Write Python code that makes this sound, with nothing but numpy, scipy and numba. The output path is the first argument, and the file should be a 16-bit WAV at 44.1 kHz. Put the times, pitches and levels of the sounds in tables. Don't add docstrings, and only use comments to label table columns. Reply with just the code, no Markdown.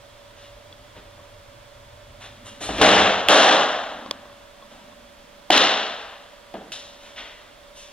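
import sys
import numpy as np
from scipy import signal
from scipy.fft import rfft, irfft, next_fast_len
from scipy.io import wavfile
from scipy.ndimage import uniform_filter1d
from numba import njit

SR = 44100
rng = np.random.default_rng(int(sys.argv[2]) if len(sys.argv) > 2 else 0)


def store_wav(level_fs):
    pcm = np.round(np.clip(np.atleast_2d(level_fs), -1, 1) * 32767)
    wavfile.write(sys.argv[1], SR, pcm.T.astype(np.int16))


N = 349404
SIZE = next_fast_len(N)
FREQS = np.maximum(np.fft.rfftfreq(SIZE, 1 / SR), 1)

# centre_hz, t60_s
ROOM_T60 = [(90, 0.66), (180, 0.98), (360, 0.84), (720, 1.037), (1440, 1.007), (2880, 0.9), (5760, 0.78),
            (11520, 0.42)]
TINT_HZ = [70, 250, 700, 1700, 2300, 3300, 4700, 8000, 13000]


def undb(db):
    return 10 ** (np.asarray(db) / 20)


def unit(x):
    return x / np.sqrt(np.mean(x ** 2))


def read(table, hz):
    points = np.array(table)
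    return np.interp(np.log(hz), np.log(points[:, 0]), points[:, 1])


def add(bus, start_s, x):
    i = int(start_s * SR)
    bus[..., i:i + x.shape[-1]] += x[..., :N - i]


def band(hz, width_hz):
    bell = np.exp(-((FREQS - hz) / width_hz) ** 2)
    return unit(irfft(rfft(rng.standard_normal(SIZE)) * bell, SIZE)[:N])


def stereo_noise(alike, balance):
    likeness = np.clip(read(alike, FREQS), -.99, .99)
    mid, side = rfft(rng.standard_normal((2, SIZE)))
    mid = mid * np.sqrt((1 + likeness) / 2)
    side = side * np.sqrt((1 - likeness) / 2)
    pan = undb(read(balance, FREQS) / 2)
    return np.array([(mid + side) * pan, (mid - side) / pan])


def ring(modes, t):
    return sum(undb(db) * np.sin(2 * np.pi * hz * t) * 10 ** (-3 * t / t60) for hz, db, t60 in modes)


def thin(x):
    return signal.sosfilt(signal.butter(2, 220, "high", fs=SR, output="sos"), x)


@njit
def follow(x, attack, release):
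    level, out = 0., np.empty(len(x))
    for i in range(len(x)):
        level += (x[i] - level) * (attack if x[i] > level else release)
        out[i] = level
    return out


def rumble(t):
    # time_s, level_db near 100 Hz
    far_curve = [(0, -59.5), (.84, -54.5), (1.6, -56), (2.2, -51), (2.55, -55), (3.6, -62), (4.8, -65),
                 (5.4, -77.5), (7.92, -69)]
    # top_s, pitch_hz, level_db, rise_s, t60_s
    swells = [(2.55, 237, -55, .35, 1.5), (2.7, 50, -36, .02, .45), (2.83, 45, -43, .04, 1.2),
              (2.92, 98, -36.5, 0.21, 1.16), (3.3, 45, -44, .012, .3), (4.08, 254, -46, 0.21, 0.95),
              (4.81, 225, -55, 0.21, 4.1), (5.52, 90, -48, .012, .6), (7.1, 228, -63.5, 0.34, 0.74),
              (7.2, 41, -58, .15, 2.1)]
    deep_share_db, deep_steady_db, drone_db = -6, -69, -73.5
    far = undb(np.interp(t, *np.transpose(far_curve)))
    deep = far * undb(deep_share_db) + undb(deep_steady_db)
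    out = far * band(101.4, 31) + deep * band(40, 22)
    out += undb(drone_db) * band(228, 45)
    for top_s, hz, level_db, rise_s, t60 in swells:
        rise = np.exp(-((t - top_s) / rise_s) ** 2)
        fall = 10 ** (-3 * (t - top_s) / t60)
        out += undb(level_db) * np.where(t < top_s, rise, fall) * band(hz, 0.29 * hz)
    return out


def hum(t):
    # pitch_hz, steady_db, noise_width_hz, noise_db
    tones = [(570.3, -56.5, 4.5, -63.5), (593, -66.5, 6.5, -61.5), (963, -74.5, 23, -69),
             (3395, -96, 290, -63.5)]
    pan_db = -2.5
    out = 0
    for hz, steady_db, width_hz, noise_db in tones:
        out = out + undb(steady_db) * np.sqrt(2) * np.sin(2 * np.pi * hz * t)
        out = out + undb(noise_db) * band(hz, width_hz)
    return out * undb([[pan_db / 2], [-pan_db / 2]])


def air():
    # pitch_hz, level_db per Hz
    air_colour = [(12, -26.5), (20, -4.5), (109, -16.5), (144, -18), (252, -13.5), (427, -16), (478, -12),
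                  (519, -13.5), (581, -7.5), (788, -17.5), (958, -13), (2400, -19.5), (3350, -20),
                  (5090, -24.5), (15500, -40)]
    # pitch_hz, likeness (-1 to 1)
    air_alike = [(60, 0.85), (130, 0.34), (290, 0.15), (640, 0.36), (1410, 0.21), (3100, 0.71),
                 (6820, 0.16), (15000, 0.38)]
    # pitch_hz, left_minus_right_db
    air_balance = [(60, 1), (110, -3), (200, 2), (380, -2.5), (700, -9.5), (1290, -2.5), (2380, -1.5),
                   (4400, 0), (8120, -7.5), (15000, 5)]
    level_db = -49
    spectra = stereo_noise(air_alike, air_balance) * undb(read(air_colour, FREQS))
    bed = undb(level_db) * unit(irfft(spectra, SIZE)[:, :N])
    t = np.arange(N) / SR
    return bed + hum(t) + rumble(t)


def room_bands():
    # pitch_hz, likeness (-1 to 1)
    room_alike = [(60, 0.78), (130, 1), (640, 0.98), (1410, 0.83), (3100, 0.92), (6820, 0.96),
                  (15000, 0.77)]
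    # pitch_hz, left_minus_right_db
    room_balance = [(200, 0.3), (540, -.5), (1290, 1.5), (2380, 2), (8120, 1.5), (15000, 0)]
    noise = stereo_noise(room_alike, room_balance)
    centres = np.log2(np.array(ROOM_T60)[:, 0])
    return np.array([irfft(noise * np.interp(np.log2(FREQS), centres, row), SIZE)
                     for row in np.eye(len(centres))])


def echoes(bands, x, fill_ms, early_db, wall_db):
    # pitch_hz, level_db, t60_s
    standing = [(196, -20, 0.74), (258.3, -21.5, 0.78), (306, -17.5, 0.63), (430.3, -24, 0.85),
                (622.3, -23, 0.59), (763, -22, 0.92), (814, -22, 1.04)]
    late_db, late_slower = -27.5, 2.03
    wall_s, wall_spread_s, wall_tilt_db = 0.0785, 0.0025, 2
    early_s, flutter_db = 0.018, 1
    t = np.arange(int(1.5 * SR)) / SR
    start = rng.integers(SIZE - len(t))
    centres_hz, t60 = np.array(ROOM_T60)[:, :1], np.array(ROOM_T60)[:, 1:]
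    decay = 10 ** (-3 * t / t60)
    decay = decay + undb(late_db) * decay ** (1 / late_slower)
    octaves = np.log2(centres_hz / 3000)
    bunch = np.exp(-((t - wall_s) / wall_spread_s) ** 2)
    decay *= 1 + undb(wall_db + wall_tilt_db * octaves) * bunch
    tail = np.einsum("bcn,bn->cn", bands[:, :, start:start + len(t)], decay) + ring(standing, t)
    wander = unit(uniform_filter1d(rng.standard_normal(len(t)), size=200))
    flutter = undb(flutter_db * wander)
    early = 1 + undb(early_db) * np.exp(-t / early_s)
    fill = 1 - np.exp(-(1000 * t / fill_ms) ** 0.5)
    return signal.fftconvolve(tail * early * fill * flutter, x[None], axes=1)


def tint(tilt_db, bass_db=0., low_db=0., body_db=0., sheen_db=0.):
    hz = np.array(TINT_HZ)
    colour_db = tilt_db * np.log2(hz / 700)
    colour_db += bass_db * (hz == 70) + low_db * (hz == 250)
    return colour_db + body_db * (hz == 2300) + sheen_db * (hz >= 8000)


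def push(tint_db, size=2048):
    # pitch_hz, level_db per Hz
    blow_colour = [(40, -24.5), (147, -16.5), (189, -7.5), (382, -3.5), (630, 2), (873, -4), (1700, -5),
                   (2320, -11.5), (2850, -4.5), (3800, -6.5), (4600, -16.5), (5870, -16.5), (7540, -24),
                   (10400, -38), (16000, -69)]
    hz = np.maximum(np.fft.rfftfreq(size, 1 / SR), 20)
    colour_db = read(blow_colour, hz) + read(list(zip(TINT_HZ, tint_db)), hz)
    cepstrum = irfft(np.log(undb(colour_db)), size)
    cepstrum[1:size // 2] *= 2
    cepstrum[size // 2 + 1:] = 0
    taps = irfft(np.exp(rfft(cepstrum)), size)
    return taps / np.sqrt(np.sum(taps ** 2))


def scuffs(bands):
    # start_s, length_s, near_db, room_db, tilt_db per octave, sheen_db above 8 kHz
    rubs = [(0.349, 0.17, -53, -57, 4, 0.1), (0.687, 0.053, -59, -57.5, -6, 0.1),
            (0.947, 0.062, -47, -52.5, -2.3, 2), (1.168, 0.071, -58, -56, -4, 0.1),
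            (2.196, 0.1, -44, -44.5, 1.5, 6.5), (2.445, 0.064, -45, -44.5, 2, 14),
            (2.601, 0.066, -37, -31, 4.5, 9.5), (2.69, 0.33, -52, -21, 1.2, 5),
            (4.695, 0.057, -53.5, -49, -0.8, 8), (6.983, 0.15, -52, -46.5, 2.5, 6),
            (7.153, 0.073, -41, -37.5, 3.2, -6), (7.741, 0.088, -50.5, -43.5, 8.5, 3)]
    body_db = 4
    out = np.zeros((2, N))
    for start_s, length_s, near_db, room_db, tilt_db, sheen_db in rubs:
        u = np.linspace(0, 1, int(length_s * SR))
        jumps_db = 0.9 * np.repeat(rng.exponential(size=len(u) // 64 + 1), 64)[:len(u)]
        grains = rng.standard_normal(len(u)) * undb(jumps_db)
        swell = np.sin(np.pi * u ** 0.94)
        colour = push(tint(tilt_db, body_db=body_db, sheen_db=sheen_db))
        rub = signal.fftconvolve(unit(grains * swell), colour)
        add(out, start_s, undb(near_db) * rub)
        into_room = undb(room_db) * rub / np.sqrt(len(u))
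        add(out, start_s, echoes(bands, into_room, fill_ms=12, early_db=0, wall_db=-14.0))
    return out


def ticks():
    # start_s, bright_db, dull_db, ring_factor (multiplies mode levels in dB and ring times)
    clicks = [(0.726, -49, -61, 2.6), (1.195, -69, -44, 2), (3.955, -44, -45, 1.2),
              (4.061, -39, -29.5, 1.2), (4.1108, -12, -20, 0.9), (4.255, -56, -37, 1.1),
              (4.298, -60, -40, 1.3), (4.328, -55, -42, 1.2), (4.624, -58, -42, 2.8),
              (4.925, -60, -43, 2.2)]
    # pitch_hz, level_db, t60_s
    bright_modes = [(3410, 6.5, 0.007), (2450, 3, 0.0033), (4510, 2, 0.0081), (5650, -4.5, 0.0093),
                    (7800, -8, 0.0066), (14000, -17, .003)]
    # pitch_hz, level_db, t60_s
    dull_modes = [(586, -0.5, 0.02), (1086, 1.1, 0.022), (1880, -7, 0.01)]
    out, t = np.zeros((2, N)), np.arange(4096) / SR
    for start_s, bright_db, dull_db, slow in clicks:
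        stretch = np.array([1, slow, slow])
        click = undb(bright_db) * ring(bright_modes * stretch, t)
        click = click + undb(dull_db) * ring(dull_modes * stretch, t)
        onset = 1 - np.exp(-t / (0.00016 * slow))
        add(out, start_s, thin(click * onset))
    return out


def contact(x, length_s):
    impacts = rng.standard_normal(256)[:int(length_s * SR)]
    y = np.convolve(x, impacts)
    return y * np.sqrt(np.sum(x ** 2) / np.sum(y ** 2))


def blow(thud_db, crack_db, delay_ms, wall_db, room):
    # pitch_hz, level_db, t60_s
    pocket = [(329, -8, 0.043), (736, 1.5, 0.022)]
    # pitch_hz, level_db, t60_s
    face = [(1940, -20, 0.0038), (3110, 10.5, 0.0041), (4530, -4, 0.0035), (6200, -12, .004),
            (9000, -27, .003), (14000, -24, .003)]
    slap_s = .0025
    wall_crack_s, wall_crack_db = .072, -6.5
    t, bus = np.arange(2048) / SR, np.zeros((2, room.shape[1]))
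    crack = undb(crack_db) * contact(ring(face, t), slap_s)
    thud = undb(thud_db) * ring(pocket, t) * (1 - np.exp(-t / 0.0042))
    crack_s = delay_ms / 1000
    add(bus, 0, thin(thud))
    add(bus, crack_s, crack)
    add(bus, crack_s + wall_crack_s, undb(wall_db + wall_crack_db) * crack)
    return bus + room


def knocks(bands):
    # start_s, thud_db, crack_db, room_db, first_echoes_db, low_db near 250 Hz, tilt_db per octave
    shoes_and_ball = [(2.607, -33, -44, -39.5, 2, 4, -1.7), (2.689, -15, -34, -31, 7, 3, -2),
                      (2.783, -30, -22.5, -24.5, -15, 8, -1), (6.540, -21, -39, -39.5, 9, -1, -5.5),
                      (6.719, -48, -28, -35.5, 3, 11, 7.5)]
    fill_ms, wall_db, bass_db = 4.8, -9, -8
    out = np.zeros((2, N))
    for start_s, thud_db, crack_db, room_db, early_db, low_db, tilt_db in shoes_and_ball:
        into_room = undb(room_db) * push(tint(tilt_db, bass_db, low_db))
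        room = echoes(bands, into_room, fill_ms, early_db, wall_db)
        add(out, start_s, blow(thud_db, crack_db, 0, wall_db, room))
    return out


def smacks(bands):
    # start_s, thud_db, crack_db, crack_delay_ms, room_db, room_fill_ms, far_wall_echo_db, bass_db,
    # low_db near 250 Hz, tilt_db per octave, body_db near 2.3 kHz, sheen_db above 8 kHz
    hits = [(2.813, 1, -10, .14, -1, 5.0, -1, 6.5, -3, -0.43, 2, 4.5),
            (3.2853, -15, 2, .1, 2.5, 48, -29, -6, -5, -0.13, -2, 5),
            (5.502, 11.5, 0.5, 2.8, -5.5, 28, 0, 1.5, .5, 2.5, 0, -4)]
    early_db = -20.5
    out = np.zeros((2, N))
    for (start_s, thud_db, crack_db, delay_ms, room_db, fill_ms, wall_db,
         bass_db, low_db, tilt_db, body_db, sheen_db) in hits:
        into_room = undb(room_db) * push(tint(tilt_db, bass_db, low_db, body_db, sheen_db))
        room = echoes(bands, into_room, fill_ms, early_db, wall_db)
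        add(out, start_s, blow(thud_db, crack_db, delay_ms, wall_db, room))
    return out


def scene():
    # pitch_hz, left_lead_rad
    stereo_phase = [(60, 0.01), (950, 0.34), (3530, 0.51), (5000, 1.89), (7320, 2.6), (9040, 4.4),
                    (10400, 5.9), (11600, 7.5), (16000, 6.2)]
    bands = room_bands()
    mix = air() + scuffs(bands) + ticks() + knocks(bands) + smacks(bands)
    spectra = rfft(mix, SIZE)
    spectra[1] *= np.exp(-1j * read(stereo_phase, FREQS))
    return irfft(spectra, SIZE)[:, :N]


def record(dry):
    attack_s, release_s, threshold_db, top_hz = 0.00038, 0.016, -7.0, 15800
    level = follow(np.abs(dry).max(axis=0), 1 / (attack_s * SR), 1 / (release_s * SR))
    gain = np.minimum(1, undb(threshold_db) / (level + 1e-9)) ** 0.73
    clipped = np.tanh(dry * gain)
    return signal.sosfilt(signal.ellip(16, .2, 130, top_hz, fs=SR, output="sos"), clipped)


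dry = scene()
out = record(dry)
store_wav(out)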